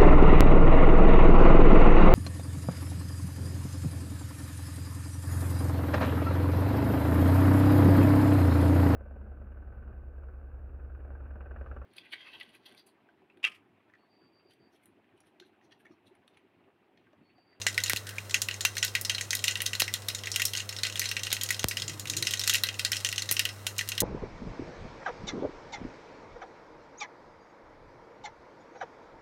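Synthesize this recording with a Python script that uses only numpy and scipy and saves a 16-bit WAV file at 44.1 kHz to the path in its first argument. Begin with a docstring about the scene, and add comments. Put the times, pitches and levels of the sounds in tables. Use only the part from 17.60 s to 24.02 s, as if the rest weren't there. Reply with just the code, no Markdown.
"""Mustard seeds burst in hot oil in a hammered metal pan, close under a phone in a small kitchen.
Each burst is a noisy snap and tear of the coat plus a steam puff, a short pitched swing; pan and room ring after it.
Random clicks through the pan's echoes make the fizz of tiny bubbles; filtered noise makes the finest hiss.
Specks tick on the phone, a bubble rings, oil thuds, a rustle and a low rumble swell.
Sines and shaped noise make the electric hob's hum and fan underneath."""
import sys
import numpy as np
from scipy import signal
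from scipy.fft import rfft, irfft
from scipy.io import wavfile

SR = 44100
rng = np.random.default_rng(int(sys.argv[2]) if len(sys.argv) > 2 else 0)


def to_wav(sig):
    """Store sig (one row per channel, or 1-D mono) as 16-bit WAV at the path in sys.argv[1].

    Samples outside -1..1 are clipped; the rate is SR.
    """
    pcm = np.clip(np.atleast_2d(sig), -1, 1) * 32767
    pcm = np.round(pcm).astype(np.int16)
    wavfile.write(sys.argv[1], SR, pcm.T)  # frames by channels


N = 283122

# loud seed bursts; top_db is the crack's top band over its middle band
# [start_s, puff_pitch_hz, puff_db, crack_db, top_db]
LOUD_SEEDS = [(.016, 4100, -39, -36, -33), (.0667, 2010, -22, -26, -14), (.1782, 2100, -21, -34, -4),
              (.237, 4300, -29, -27, -8), (.2606, 2780, -34, -38, -9), (.2974, 2050, -25, -26, 9),
              (.3618, 2640, -31, -35, -1), (.3705, 4140, -32, -37, -5), (.492, 2920, -42, -40, -1),
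              (.583, 2450, -37, -44, -7), (.6964, 2020, -44, -42, -17), (.7434, 2590, -20, -25, -13),
              (.8183, 3400, -33, -25, -8), (.8863, 2750, -27, -41, 11), (.9112, 2900, -32, -45, -25),
              (1.0078, 3750, -33, -31, -15), (1.0508, 2720, -20, -24, -6), (1.1682, 2160, -31, -39, 3),
              (1.1808, 4140, -36, -31, -14), (1.2277, 2800, -23, -27, -23), (1.2423, 4080, -33, -41, -2),
              (1.2484, 4330, -34, -28, -1), (1.3516, 2280, -22, -33, -4), (1.413, 2200, -48, -32, 8),
              (1.4494, 4260, -31, -30, -14), (1.4965, 2940, -24, -29, -15), (1.548, 4150, -29, -38, -13),
              (1.5817, 3000, -31, -48, -13), (1.6102, 2100, -33, -31, -16), (1.707, 4670, -31, -27, -17),
              (1.7307, 2090, -27, -33, -8), (1.752, 3500, -33, -27, 2), (1.841, 2830, -26, -26, -9),
              (1.8803, 2820, -22, -28, -10), (1.9098, 2840, -36, -33, -26), (1.955, 2800, -28, -43, -5),
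              (2.004, 2940, -30, -40, -14), (2.0192, 2700, -33, -30, 13), (2.063, 3750, -28, -27, -9),
              (2.1326, 2670, -29, -36, -12), (2.1518, 4070, -31, -39, -6), (2.2019, 2840, -24, -24, 1),
              (2.2192, 4400, -25, -31, -9), (2.2793, 2040, -32, -38, -15), (2.339, 3530, -29, -28, -4),
              (2.4853, 3750, -29, -29, -2), (2.548, 3750, -34, -33, -13), (2.636, 3180, -37, -45, -8),
              (2.6713, 2240, -31, -41, -8), (2.7168, 4460, -43, -30, -18), (2.7604, 2970, -25, -27, -4),
              (2.798, 2060, -28, -34, -10), (2.819, 2700, -24, -30, -2), (2.8532, 4550, -37, -23, -1),
              (2.935, 3230, -32, -35, -5), (2.9509, 2980, -31, -39, -10), (2.9725, 4200, -34, -31, -20),
              (3.0023, 2770, -33, -40, -16), (3.0912, 4180, -35, -35, -9), (3.1646, 3400, -40, -38, -23),
              (3.2337, 4330, -25, -31, -11), (3.2511, 2780, -29, -43, -2), (3.2677, 4200, -34, -38, -14),
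              (3.3566, 3170, -32, -42, -1), (3.3951, 4450, -31, -25, -3), (3.4167, 2100, -30, -42, 1),
              (3.4561, 4110, -31, -35, -16), (3.4888, 4000, -39, -33, -17), (3.5141, 2860, -30, -35, -3),
              (3.5666, 2600, -27, -38, -14), (3.6338, 3100, -34, -31, -13), (3.6687, 2920, -31, -42, -10),
              (3.7163, 3700, -30, -45, -3), (3.7288, 3330, -30, -26, 0), (3.7667, 2680, -33, -48, -8),
              (3.8118, 3180, -32, -33, -11), (3.835, 4590, -35, -28, 2), (3.8893, 4600, -33, -36, -7),
              (3.9055, 2020, -24, -28, -2), (3.994, 3210, -34, -31, -13), (4.0852, 4530, -39, -27, 2),
              (4.1115, 2330, -31, -36, -14), (4.17, 2900, -29, -32, -14), (4.2201, 3250, -33, -33, -19),
              (4.28, 2800, -40, -32, -26), (4.3964, 4160, -42, -35, -6), (4.4556, 2480, -38, -46, 1),
              (4.4987, 3800, -33, -28, -14), (4.5671, 4230, -36, -28, -11), (4.6254, 3950, -26, -30, -7),
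              (4.6698, 3000, -26, -27, -17), (4.7088, 3250, -32, -33, -2), (4.7366, 2950, -27, -28, -13),
              (4.7944, 4100, -33, -28, -11), (4.814, 3650, -33, -34, -23), (4.8368, 3800, -32, -34, -15),
              (4.8763, 4540, -25, -24, -6), (4.8963, 3600, -22, -23, -8), (4.9296, 2860, -30, -45, -11),
              (4.9376, 3750, -34, -26, -1), (4.9449, 2800, -22, -40, -6), (4.9539, 2600, -26, -27, -7),
              (5.036, 4000, -22, -29, 16), (5.088, 2640, -28, -41, -14), (5.1943, 2680, -28, -31, -8),
              (5.2489, 4360, -23, -28, -10), (5.3186, 2020, -30, -27, -8), (5.3311, 3070, -27, -39, -21),
              (5.367, 3000, -35, -31, -15), (5.4479, 2870, -26, -26, -13), (5.4614, 3190, -33, -42, -6),
              (5.4889, 2950, -33, -33, -11), (5.5268, 2800, -30, -38, -1), (5.5803, 3150, -27, -31, -17),
              (5.621, 4170, -31, -34, -10), (5.6902, 3930, -31, -33, -21), (5.7127, 2380, -30, -23, 11),
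              (5.7242, 1890, -42, -25, 10), (5.7672, 2900, -28, -35, -16), (5.794, 2820, -22, -24, -6),
              (5.853, 2940, -25, -32, 1), (6.0669, 2930, -29, -30, -3), (6.182, 4400, -38, -30, -6),
              (6.1908, 2780, -26, -35, -16), (6.2105, 1950, -30, -39, -9), (6.289, 2880, -37, -30, 0),
              (6.3186, 2750, -31, -36, -16), (6.379, 3190, -28, -37, -3), (6.4038, 3500, -32, -21, 5)]
# specks hitting the phone [start_s, tick_db, knock_db, thump_db]
PHONE_SPECKS = [(0.3338, -6.5, -14.5, -33), (2.1987, -4, -38, -58), (2.2207, -8.5, -11.5, -38),
                (3.7282, -2, -21, -55), (4.043, -6.5, -14, -19), (4.9575, -16, -36, -60),
                (5.713, -7, -22, -36.5)]
# resonances of the pan bowl [centre_hz, width_hz, added_gain_db]
BOWL_MODES = [(1493, 34, 13.5), (1590, 22, 12), (1991, 36, 10), (1920, 110, 12.5), (2536, 40, 5),
              (2770, 120, 7.5), (3191, 60, 6), (3750, 60, 6), (3907, 40, 4), (4150, 110, 7),
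              (5350, 510, 0.5), (6100, 140, 2), (6918, 80, 0), (8900, 2100, 1), (11200, 260, -2)]
# hob hum partials [pitch_hz, rms_db]
HUM_PARTIALS = [(100, -46.7), (123, -66.5), (205, -64.5), (517, -67.5)]
# spectrum of cooling fan and kitchen air [frequency_hz, relative_density_db]
FAN_SPECTRUM = [(25, -27), (50, -12), (80, -2), (150, -3), (220, -6), (350, -2.5), (550, -3), (800, -8),
                (1300, -6), (2500, -16), (5000, -32), (10000, -20), (16000, -23)]
# swells of soft low rumble [start_s, attack_s, hold_s, release_s, level_db]
RUMBLE_SWELLS = [(4.13, .11, .08, .14, -49), (4.36, .2, .06, .13, -46)]
# one faint rustle [start_s, attack_s, hold_s, release_s, level_db]
RUSTLE_SWELL = (.45, .012, .015, .17, -48)
# bursts that also thud in the oil [start_s, pitch_hz, envelope_peak_db]
OIL_THUDS = [(0.0657, 970, -18), (0.7425, 1430, -36), (1.0502, 1400, -22), (2.4862, 800, -29),
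             (5.0355, 1210, -35), (6.0673, 810, -25)]
# how lively the pan is: chance that a small seed bursts at its turn [time_s, chance_0_to_1]
LIVELINESS = [(0, .3), (.2, .9), (.42, .05), (1.6, .15), (1.8, .7), (2.3, .4), (2.9, .7), (4.8, .7),
              (5.1, .3), (5.6, .5), (5.9, .05)]

FAN_DB, TOP_HZ = -51, 16000
RING_SIZE, ATTACK_SIZE = 8820, 353  # samples: 0.2 s of ring, 8 ms of attack
TIME_S = np.arange(N) / SR
AGE_S = np.arange(RING_SIZE) / SR
CLICK = 1. * (AGE_S == 0)

# small seeds: shortest delay after a loud burst, and spread of delays beyond it
NEIGHBOUR_WAIT_S, NEIGHBOUR_WINDOW_S = .012, .028
NEIGHBOUR_DB, STRAY_DB = -39, -43  # mid puff level: set off by another seed, or bursting alone
WEAK_CRACK_DB, WEAK_TOP_DB, WEAK_SPREAD_DB = -.5, -17, 3  # crack over puff, top over middle, +/- scatter
WEAK_LOW_HZ, WEAK_HIGH_HZ = 2400, 4000
SNAP_SHARE, SNAP_PER_DB, SNAP_SPREAD = .44, .015, .2  # snap's share of a crack, rise with top_db, +/- scatter


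def undb(db):
    """Decibels to gain."""
    return 10 ** (np.asarray(db) / 20)


def band(x, lo_hz, hi_hz, order=2):
    """Causal band-pass."""
    sos = signal.butter(order, [lo_hz, min(hi_hz, .49 * SR)], "band", fs=SR, output="sos")
    return signal.sosfilt(sos, x + 1e-18)


def resonate(x, hz, width_hz):
    """One resonance, gain 1 at its centre."""
    return signal.lfilter(*signal.iirpeak(hz, hz / width_hz, fs=SR), x)


def unit(x, size=None):
    """Scale each row to rms 1 over its first samples (all by default)."""
    return x / np.sqrt(np.mean(x[..., :size] ** 2, axis=-1, keepdims=True))


def place(starts_s, sounds):
    """Lay each sound on the time line."""
    out = np.zeros(N + RING_SIZE)
    for start_s, sound in zip(starts_s, sounds):
        start = int(np.clip(start_s * SR, 0, N))
        out[start:start + len(sound)] += sound
    return out[:N]


def stir(swell, sound):
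    """Let a sound rise, hold and fade."""
    *stages_s, level_db = swell
    return undb(level_db) * unit(sound) * np.interp(TIME_S, np.cumsum(stages_s), [0, 1, 1, 0])


def bowl(x):
    """The pan lifts the sound at each of its resonances."""
    return x + sum(undb(db) * resonate(x, hz, width_hz) for hz, width_hz, db in BOWL_MODES)


def echoes(count, wall_db=0, wall_s=0.002, hob_db=-17, hob_s=0.026, room_db=-27, room_t60_s=0.11, build_s=0.0021):
    """Dense reflections, different for each spot in the oil: pan wall, then hob and tiles, then the room."""
    envelope = undb(wall_db) * np.exp(-AGE_S / wall_s)
    envelope += undb(hob_db) * np.exp(-AGE_S / hob_s)
    envelope += undb(room_db) * np.exp(-np.log(1000) * AGE_S / room_t60_s)
    build = 1 - np.exp(-AGE_S / build_s)
    return envelope * build * rng.standard_normal((count, RING_SIZE))


def hob():
    """Steady sine hum over the rush of the cooling fan, noise shaped in frequency."""
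    hz, density_db = np.transpose(FAN_SPECTRUM)
    bins_hz = np.fft.rfftfreq(N, 1 / SR)
    colour = undb(np.interp(np.log(bins_hz + 1), np.log(hz), density_db))
    air = unit(irfft(rfft(rng.standard_normal(N)) * colour, N))
    hum = sum(undb(db) * np.sqrt(2) * np.sin(2 * np.pi * (hz * TIME_S + rng.random()))
              for hz, db in HUM_PARTIALS)
    return undb(FAN_DB) * air + hum


def background(upper_db=-2.5):
    """A brief rustle of band noise, and later a low rumble in two broad bands."""
    noise = rng.standard_normal(N)
    rumble = band(noise, 102, 156) + undb(upper_db) * band(noise, 280, 362)
    rustle = band(noise, 1480, 1900)
    return sum(stir(swell, rumble) for swell in RUMBLE_SWELLS) + stir(RUSTLE_SWELL, rustle)


def specks(tick_s=.00008, knock_s=0.00057, thump_s=0.0085, sweep_rad=3.41, onset_s=.00004):
    """A speck on the phone gives a dry tick; the microphone swings back ever more slowly, down to a thump."""
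    start_s, tick_db, knock_db, thump_db = np.array(PHONE_SPECKS).T[:, :, None]
    envelope = undb(tick_db) * np.exp(-AGE_S / tick_s)
    envelope = envelope + undb(knock_db) * np.exp(-AGE_S / knock_s)
    envelope = envelope + undb(thump_db) * np.exp(-AGE_S / thump_s)
    swing = np.sin(sweep_rad * np.log1p(AGE_S / onset_s))  # logarithmic phase: pitch falls as 1/age
    return band(place(start_s[:, 0], envelope * swing), 58, 20000, order=3)


def simmer(db=-57, flicker_db=2):
    """The finest fizz merges into a faint, unsteady hiss."""
    steps_s = np.arange(0, N / SR + .1, .06)
    flicker = np.interp(TIME_S, steps_s, rng.standard_normal(len(steps_s)))
    hiss = unit(band(bowl(rng.standard_normal(N) ** 3), 2200, 8400))
    return undb(db + flicker_db * flicker) * hiss


def thuds(swell_s=0.00015):
    """A strong burst shoves the oil aside: a cycle or two of lower pitch."""
    start_s, hz, db = np.array(OIL_THUDS).T[:, :, None]
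    envelope = undb(db) * AGE_S / swell_s * np.exp(1 - AGE_S / swell_s)
    return band(place(start_s[:, 0], envelope * np.sin(2 * np.pi * hz * AGE_S)), 440, 5000)


def bubble(start_s=.5838, hz=2350, db=-24, ring_s=0.0032, rise_per_s=6):
    """One larger bubble rings, its pitch rising as it nears the surface."""
    cycles = hz * AGE_S * (1 + rise_per_s * AGE_S)
    return place([start_s], [undb(db) * np.exp(-AGE_S / ring_s) * np.sin(2 * np.pi * cycles)])


def sizzle(bursts_s, calm_per_s=45, stirred_per_s=40, settle_s=.06, spread_db=6.5, direct_db=17, db=-50.5):
    """Tiny bubbles burst at random, more of them while the oil is still stirred up by the last seeds."""
    stirred = place(bursts_s, [np.exp(-AGE_S / settle_s)] * len(bursts_s))
    sizes = undb(spread_db * np.minimum(rng.exponential(size=N), 3.5))
    signs = rng.choice([-1, 1], N)
    pops = sizes * signs * (rng.random(N) < (calm_per_s + stirred_per_s * stirred) / SR)
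    paths = undb(direct_db) * CLICK + bowl(echoes(count=8))
    spot = rng.integers(0, len(paths), N)  # each pop takes one of the paths
    fizz = sum(signal.oaconvolve(pops * (spot == k), path)[:N] for k, path in enumerate(paths))
    return undb(db) * unit(band(band(fizz, 2850, 15000), 550, 4700, order=1))


def weak_seeds(starts_s, puff_db):
    """Rows like those of LOUD_SEEDS for small seeds of random pitch and strength."""
    pitch, puff, crack, top = rng.uniform(-1, 1, (len(starts_s), 4)).T
    hz = WEAK_LOW_HZ * (WEAK_HIGH_HZ / WEAK_LOW_HZ) ** ((pitch + 1) / 2)
    puffs_db = puff_db + WEAK_SPREAD_DB * puff
    cracks_db = puff_db + WEAK_CRACK_DB + WEAK_SPREAD_DB * crack
    tops_db = WEAK_TOP_DB + 2 * WEAK_SPREAD_DB * top
    return np.column_stack([starts_s, hz, puffs_db, cracks_db, tops_db])


def all_seeds(stray_count=12):
    """The loud bursts, neighbours they may set off and possible strays, thinned by the pan's liveliness."""
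    loud = np.array(LOUD_SEEDS)
    delays_s = NEIGHBOUR_WAIT_S + NEIGHBOUR_WINDOW_S * rng.random(len(loud))
    neighbours = weak_seeds(loud[:, 0] + delays_s, NEIGHBOUR_DB)
    strays_s = (np.arange(stray_count) + rng.random(stray_count)) / stray_count * N / SR
    weak = np.vstack([neighbours, weak_seeds(strays_s, STRAY_DB)])
    bursts = rng.random(len(weak)) < np.interp(weak[:, 0], *np.transpose(LIVELINESS))
    return np.vstack([loud, weak[bursts]])


def leaks(starts_s, puff_db, db=-20.5, spread_db=6, rise_s=0.0028):
    """Leaking steam hisses, rising for 8 ms before each seed gives way, some louder than others."""
    hiss = unit(band(rng.standard_normal((len(starts_s), ATTACK_SIZE)), 2400, 5700))
    size = undb(puff_db + db + spread_db * rng.uniform(-1.1, 1, puff_db.shape))
    rise = np.exp(-AGE_S[:ATTACK_SIZE] / rise_s)[::-1]
    return place(starts_s - ATTACK_SIZE / SR, size * hiss * rise)


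def puffs(hz, ring, swell_s=0.0006, turbulence=1.0, direct_db=1, width_hz=700, pitch_fade_s=0.041, broad_db=-10):
    """Escaping steam swings for a few cycles; its pitch soon fades into the broad ring of the bowl."""
    steam = rng.standard_normal(ring.shape)
    swell = AGE_S / swell_s * np.exp(-AGE_S / swell_s)
    jet = swell * (np.sin(2 * np.pi * hz * AGE_S) + turbulence * steam)
    pitched = np.array([resonate(r, f, width_hz) for r, f in zip(ring, hz[:, 0])])
    tail = pitched * np.exp(-AGE_S / pitch_fade_s) + undb(broad_db) * ring
    jet = unit(band(jet, 1590, 5460), ATTACK_SIZE)
    tail = unit(band(tail, 1590, 5460), ATTACK_SIZE)
    return unit(undb(direct_db) * jet + tail, ATTACK_SIZE)


def cracks(top_db, snap, ring, tear_s=0.002, tear_db=1, again_s=.004, again_share=1.0, slit_width_hz=400, slit_db=9):
    """The coat gives way with one snap, then tears twice in tiny cracks; each slit has its own shrill colour."""
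    lag, share, slit = rng.random((len(ring), 3)).T[:, :, None]
    since_s = AGE_S - again_s * (0.28 + lag)  # age of the second tear
    second = again_share * share * (since_s > 0) * np.exp(-np.abs(since_s) / tear_s)
    tearing = np.exp(-AGE_S / tear_s) + second
    tears = unit(rng.standard_normal(ring.shape) ** 3 * tearing, ATTACK_SIZE)  # cubed: sparse, spiky noise
    scatter = unit(undb(tear_db) * tears + unit(ring, ATTACK_SIZE), ATTACK_SIZE)
    slits_hz = 4800 + 2400 * slit[:, 0]
    shrill = np.array([resonate(r, f, slit_width_hz) for r, f in zip(scatter, slits_hz)])
    snap = np.clip(snap, 0, .95)
    crack = np.sqrt(snap) * unit(CLICK, ATTACK_SIZE) + np.sqrt(1 - snap) * scatter
    middle = unit(band(crack + undb(slit_db) * (1 - snap) * shrill, 3680, 7780), ATTACK_SIZE)
    top = unit(band(crack, 9000, 15000), ATTACK_SIZE)
    return unit(middle - undb(top_db) * top, ATTACK_SIZE)


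def seeds(rows):
    """Each bursting seed is a crack and a puff from its own spot in the pan; bright cracks snap more at once."""
    start_s, hz, puff_db, crack_db, top_db = rows.T[:, :, None]
    scatter = SNAP_SPREAD * rng.uniform(-1, 1, start_s.shape)
    snap = np.clip(SNAP_SHARE + SNAP_PER_DB * top_db + scatter, 0, 1)
    puff = undb(puff_db) * puffs(hz, bowl(echoes(len(rows))))
    crack = undb(crack_db) * cracks(top_db, snap, bowl(echoes(len(rows))))
    return place(start_s[:, 0], puff + crack) + leaks(start_s[:, 0], puff_db)


def scene():
    """Everything as it reaches the one microphone."""
    kitchen = hob() + background() + specks()
    oil = simmer() + thuds() + bubble()
    rows = all_seeds()
    return (kitchen + oil + seeds(rows) + sizzle(rows[:, 0]))[None]


def record(dry, notch_hz=10300, notch_width_hz=540, notch_depth=0.46):
    """The microphone port dips one narrow treble band, and the phone cuts the top."""
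    heard = dry - notch_depth * resonate(dry, notch_hz, notch_width_hz)
    return signal.sosfilt(signal.ellip(8, .2, 70, TOP_HZ, fs=SR, output="sos"), heard)


dry = scene()
out = record(dry)
to_wav(out)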